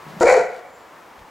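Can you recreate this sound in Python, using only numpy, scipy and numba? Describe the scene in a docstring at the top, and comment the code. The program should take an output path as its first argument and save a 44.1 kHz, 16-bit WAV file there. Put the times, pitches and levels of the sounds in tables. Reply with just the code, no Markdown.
"""A steady distant rush in a snowy yard; then a large dog, a few metres from the microphone and a little
to the left, gives a short low grumble and one hoarse bark. Uneven vocal-fold pulses and rasping air ring
its throat as the jaw opens and shuts, and the yard answers softly. Paws press the snow faintly,
one thin bird trill follows the bark, and near the end the microphone takes a soft bump."""
import sys
import numpy as np
from scipy import signal
from scipy.fft import rfft, irfft
from scipy.io import wavfile
from scipy.ndimage import uniform_filter1d, minimum_filter1d, map_coordinates
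from numba import njit

SR = 44100
rng = np.random.default_rng(int(sys.argv[2]) if len(sys.argv) > 2 else 0)


def master(y):
    """Save y as 16-bit WAV."""
    cut = np.clip(np.atleast_2d(y).T, -1, 1)
    pcm = np.round(cut * 32767)  # scale
    wavfile.write(sys.argv[1], SR, pcm.astype(np.int16))


N = 57330
TIME = np.arange(N) / SR


def undb(db):
    """Decibels to gain."""
    return 10 ** (np.asarray(db) / 20)


def unit(x):
    """Scale to rms 1."""
    return x / np.sqrt(np.mean(x ** 2))


def steady(x, seconds):
    """Hold the short-term level at 1."""
    return x / np.sqrt(uniform_filter1d(x ** 2, max(int(seconds * SR), 2)) + 1e-9)


def curve(rows, col=1):
    """One column of a table, joined by straight lines in time."""
    rows = np.array(rows)
    return np.interp(TIME, rows[:, 0], rows[:, col])


def swell(at_s, width_s):
    """A bell-shaped envelope."""
    return np.exp(-.5 * ((TIME - at_s) / width_s) ** 2)


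def walk(rate_hz):
    """A random wander of rms 1."""
    return unit(map_coordinates(rng.standard_normal(N), [TIME * rate_hz], order=1))


def colour(x, points):
    """Filter by a spectrum of (Hz, dB) points; rms 1."""
    hz, db = np.array(points).T
    f = np.fft.rfftfreq(N, 1 / SR) + 1
    return unit(irfft(rfft(x) * undb(np.interp(np.log(f), np.log(hz), db)), N))


def noise(points):
    """Noise of rms 1 with a spectrum of (Hz, dB) points."""
    return colour(rng.standard_normal(N), points)


@njit
def bandpass(x, hz, width):
    """Band-pass with a moving centre, gain 1 there."""
    y, band, low = np.empty(len(x)), 0., 0.
    for i in range(len(x)):
        g, damping = np.tan(np.pi * hz[i] / SR), width / hz[i]
        v = (band + g * (x[i] - low)) / (1 + g * (g + damping))
        band, low = 2 * v - band, low + 2 * g * v
        y[i] = damping * v
    return y


def ring(x, hz, width_hz):
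    """A steep resonance: the band-pass applied twice, rms 1."""
    hz, width = hz * np.ones(N), float(width_hz)
    return unit(bandpass(bandpass(x + 1e-18, hz, width), hz, width))


def spread(mid, side, left_db):
    """Mid and side to stereo, leaning left; the top treble stays in the centre."""
    side = side + np.tanh(left_db * np.log(10) / 40) * mid
    side = signal.sosfiltfilt(signal.butter(3, 6500, fs=SR, output="sos"), side)
    return np.array([mid + side, mid - side])


def distant_rush():
    """Broad noise from far beyond the yard, a little louder at the start."""
    # Each row: frequency in Hz, relative level in dB.
    spectrum = [(25, -38), (55, -15.5), (90, -14.5), (130, -14.5), (300, -9), (520, -7), (950, -3.5),
                (1500, -10), (2200, -14.5), (2800, -20), (4000, -24.5), (7000, -29), (10000, -34.5),
                (15500, -34)]
    # Each row: time in seconds, level in dB.
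    levels = [(0, -41.5), (.12, -41), (.2, -40), (.45, -46), (.8, -46), (1.05, -45.5), (1.3, -45.5)]
    rush = spread(noise(spectrum), 0.26 * noise(spectrum), left_db=1.2)
    return rush * undb(curve(levels) + 0.7 * walk(15.23))


def bird(hz=7250, trill_hz=80):
    """One thin, faint whistle with a fast trill in its pitch."""
    pitch = hz * (1 + 0.014 * np.sin(2 * np.pi * trill_hz * TIME) + 0.0065 * walk(600))
    whistle = np.sin(2 * np.pi * np.cumsum(pitch) / SR)
    return whistle * undb(-63.5 + 3 * walk(150)) * swell(at_s=0.763, width_s=0.07)


def microphone():
    """A soft, low bump on the microphone, over its own hiss."""
    thud = steady(ring(rng.standard_normal(N), hz=52, width_hz=70), 0.036)
    bump = thud * undb(-50) * swell(at_s=1.212, width_s=.02)
    return bump + undb(-87) * rng.standard_normal(N)


def paws():
    """Paws press the snow in faint, grainy crunches."""
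    # Each row: centre in seconds, width in seconds, level in dB.
    crunches = [(0.112, 0.024, -52.5), (0.562, 0.036, -52), (1.196, 0.0075, -56)]
    grains = unit(undb(3 * walk(500)))
    snow = grains * noise([(300, -7), (1200, -5), (3200, 2.5), (7000, -7.5), (14000, -19)])
    return snow * sum(undb(db) * swell(at, width) for at, width, db in crunches)


def yard_tail(build_s=0.022):
    """Diffuse response of the yard: each band dies at its own pace."""
    # Each row: frequency in Hz, gain in dB, seconds to fall by 60 dB.
    bands = [(154, -41, .35), (362, -45, 0.74), (564, -19.5, 1), (640, -11, 0.82), (690, -6.5, 0.86),
             (904, -5.5, 0.41), (1150, -16, 0.53), (1500, -8, 0.85), (1750, -9, 0.79), (2310, -5.5, .6),
             (3080, -6, .6), (4300, -5, 0.29), (7800, -37, 0.48), (14000, -28, 0.49)]
    hz, db, t60 = np.array(bands).T
    f = np.fft.rfftfreq(N, 1 / SR)
    spectrum, tail = rfft(rng.standard_normal(N)), 0
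    for k, share in enumerate(np.eye(len(hz))):
        band = irfft(spectrum * np.interp(f, hz, share), N)
        decay = (1 - np.exp(-TIME / build_s)) * np.exp(-np.log(1000) * TIME / t60[k])
        tail = tail + band * undb(db[k]) * decay / np.linalg.norm(decay)
    return tail


def yard(dog):
    """The dog slightly to the left, with echoes from alternate sides and a diffuse tail."""
    # Each row: delay in seconds, level in dB against the direct sound.
    reflections = [(0.0137, -13.5), (.043, -9.5), (.075, -17.5), (.125, -19.5), (.205, -28.5), (.375, -35)]
    echoes = [undb(db) * np.interp(TIME - delay, TIME, dog, left=0) for delay, db in reflections]
    mid = dog + sum(echoes) + signal.fftconvolve(dog, yard_tail())[:N]
    side = sum((-1) ** k * echo for k, echo in enumerate(echoes))
    side += signal.fftconvolve(dog, yard_tail())[:N]
    return spread(mid, 0.27 * side, left_db=1.8)


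def folds(hz, jitter, shimmer_db):
    """The vocal folds give one pulse per cycle, uneven in time and size; also their phase in turns."""
    turns = np.cumsum(hz * (1 + jitter * walk(np.mean(hz)))) / SR
    pulses = np.diff(np.floor(turns), prepend=0) * undb(shimmer_db * rng.standard_normal(N))
    return unit(pulses), turns


def grumble(hz=170.1):
    """The folds flutter slowly and unevenly, first behind a closed mouth and then under the bark."""
    # Each row: time in seconds, level in dB.
    levels = [(.035, -63), (.055, -43), (.13, -42.5), (.155, -41.5), (.18, -37.5), (.22, -39), (.36, -57),
              (.41, -44.5), (.46, -66), (.5, -100)]
    pulses, _ = folds(np.full(N, hz), jitter=.3, shimmer_db=5)
    hum = steady(ring(pulses, hz, width_hz=106), .05)
    return hum * undb(curve(levels) + 2 * walk(49))


def partial(hz, jitter=0.0291, flutter_db=4):
    """One partial that wavers in pitch and level."""
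    turns = np.cumsum(hz * (1 + jitter * walk(250))) / SR
    return unit(np.sin(2 * np.pi * turns) * undb(flutter_db * walk(170)))


def fold_tones(pitch):
    """The fundamental and the side tones of unevenly vibrating folds."""
    # Each row: multiple of the pitch, relative level in dB.
    side_tones = [(.76, -23.5), (1.38, -21.5), (1.53, -18.5), (2.9, -27)]
    return undb(-3) * partial(pitch) + sum(undb(db) * partial(k * pitch) for k, db in side_tones)


def throat(source, jaw):
    """The throat's resonances shift in frequency and strength as the jaw opens; rms 1."""
    # Each row: centre in Hz with jaw shut, then open, width in Hz, relative dB with jaw shut, then open.
    resonances = [(353.4, 553.5, 123, 5, -1.5), (650, 709, 158, -2.5, -3), (932, 780, 30, -12, -23.5),
                  (1320, 1405, 310, -9.5, -10.5), (1830, 1979, 355, -15, -8), (2075, 2240, 270, -27, -6)]
    rung = 0
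    for shut_hz, open_hz, width_hz, shut_db, open_db in resonances:
        hz = shut_hz + (open_hz - shut_hz) * jaw
        rung = rung + ring(source, hz, width_hz) * undb(shut_db + (open_db - shut_db) * jaw)
    return unit(rung)


def bark(attack_s=0.0016, release_s=0.025, rasp=0.75):
    """Rough pulses and rasp ring the throat, with a low puff of breath and air hissing past the teeth."""
    # Each row: time in seconds, pitch in Hz.
    melody = [(.208, 489.2), (.245, 460.5), (.27, 537), (.31, 520.4), (.345, 528), (.38, 485.4), (.43, 512)]
    # Each row: time in seconds, voice level in dB, jaw opening from 0 to 1, hiss level in dB.
    gesture = [(.209, -13, 0.12, -22.5), (.22, -13, 0, -31.5), (.24, -10, 0.17, -37.5),
               (.268, -11.5, 1, -33), (.315, -11, 0.99, -30.5), (.348, -13, 0.67, -39),
               (.378, -14.5, 0.34, -42), (.408, -17.5, 0.73, -38), (.424, -32, 0.97, -48)]
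    # Each row: frequency in Hz, relative level of the hiss in dB.
    teeth_spectrum = [(1500, -8), (2700, -3), (3550, -7.5), (4050, 2), (4450, 2), (5100, -2.5), (6300, 1),
                      (6650, 0.5), (7150, 5.5), (8300, -6.5), (10500, -13), (12500, -24), (15500, -28)]
    onset = np.clip((TIME - gesture[0][0]) / attack_s + .5, 0, 1)
    gate = onset * np.exp(-np.maximum(TIME - gesture[-1][0], 0) / release_s)
    pitch, jaw = curve(melody), curve(gesture, 2)
    pulses, turns = folds(pitch, jitter=.07, shimmer_db=4)
    chop = unit((1 + .5 * np.cos(2 * np.pi * turns)) * undb(3.5 * walk(220)))  # the folds chop the air
    rough = undb(-3) * throat(pulses + rasp * chop * rng.standard_normal(N), jaw)
    voice_band = signal.butter(7, [280, 2315], "band", fs=SR, output="sos")
    voice = steady(signal.sosfilt(voice_band, rough + fold_tones(pitch)), 0.018)
    breath = noise([(20, -6), (50, 4), (80, -4), (124, 1), (500, -12), (2000, -50)])
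    puff = undb(-29) * swell(at_s=0.27, width_s=0.062) * breath  # peaks as the jaw opens
    lead_air = undb(-39.5) * swell(at_s=0.203, width_s=0.0023)  # escapes just before the voice
    airflow = gate * undb(curve(gesture, 3)) + lead_air
    hiss = airflow * colour(chop * rng.standard_normal(N), teeth_spectrum)
    return gate * (voice + puff) * undb(curve(gesture)) + hiss


def scene():
    """The dog in its yard, over the background."""
    return yard(bark() + grumble()) + distant_rush() + paws() + bird() + microphone()


def record(dry):
    """A fast limiter holds peaks to full scale; the top treble is cut."""
    limiter_s, top_hz = 0.0026, 15750
    size = int(limiter_s * SR)
    gain = np.minimum(1, 1 / (np.abs(dry).max(axis=0) + 1e-9))
    gain = uniform_filter1d(minimum_filter1d(gain, size), size)
    return signal.sosfilt(signal.ellip(10, .1, 90, top_hz, fs=SR, output="sos"), dry * gain)


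dry = scene()
out = record(dry)
master(out)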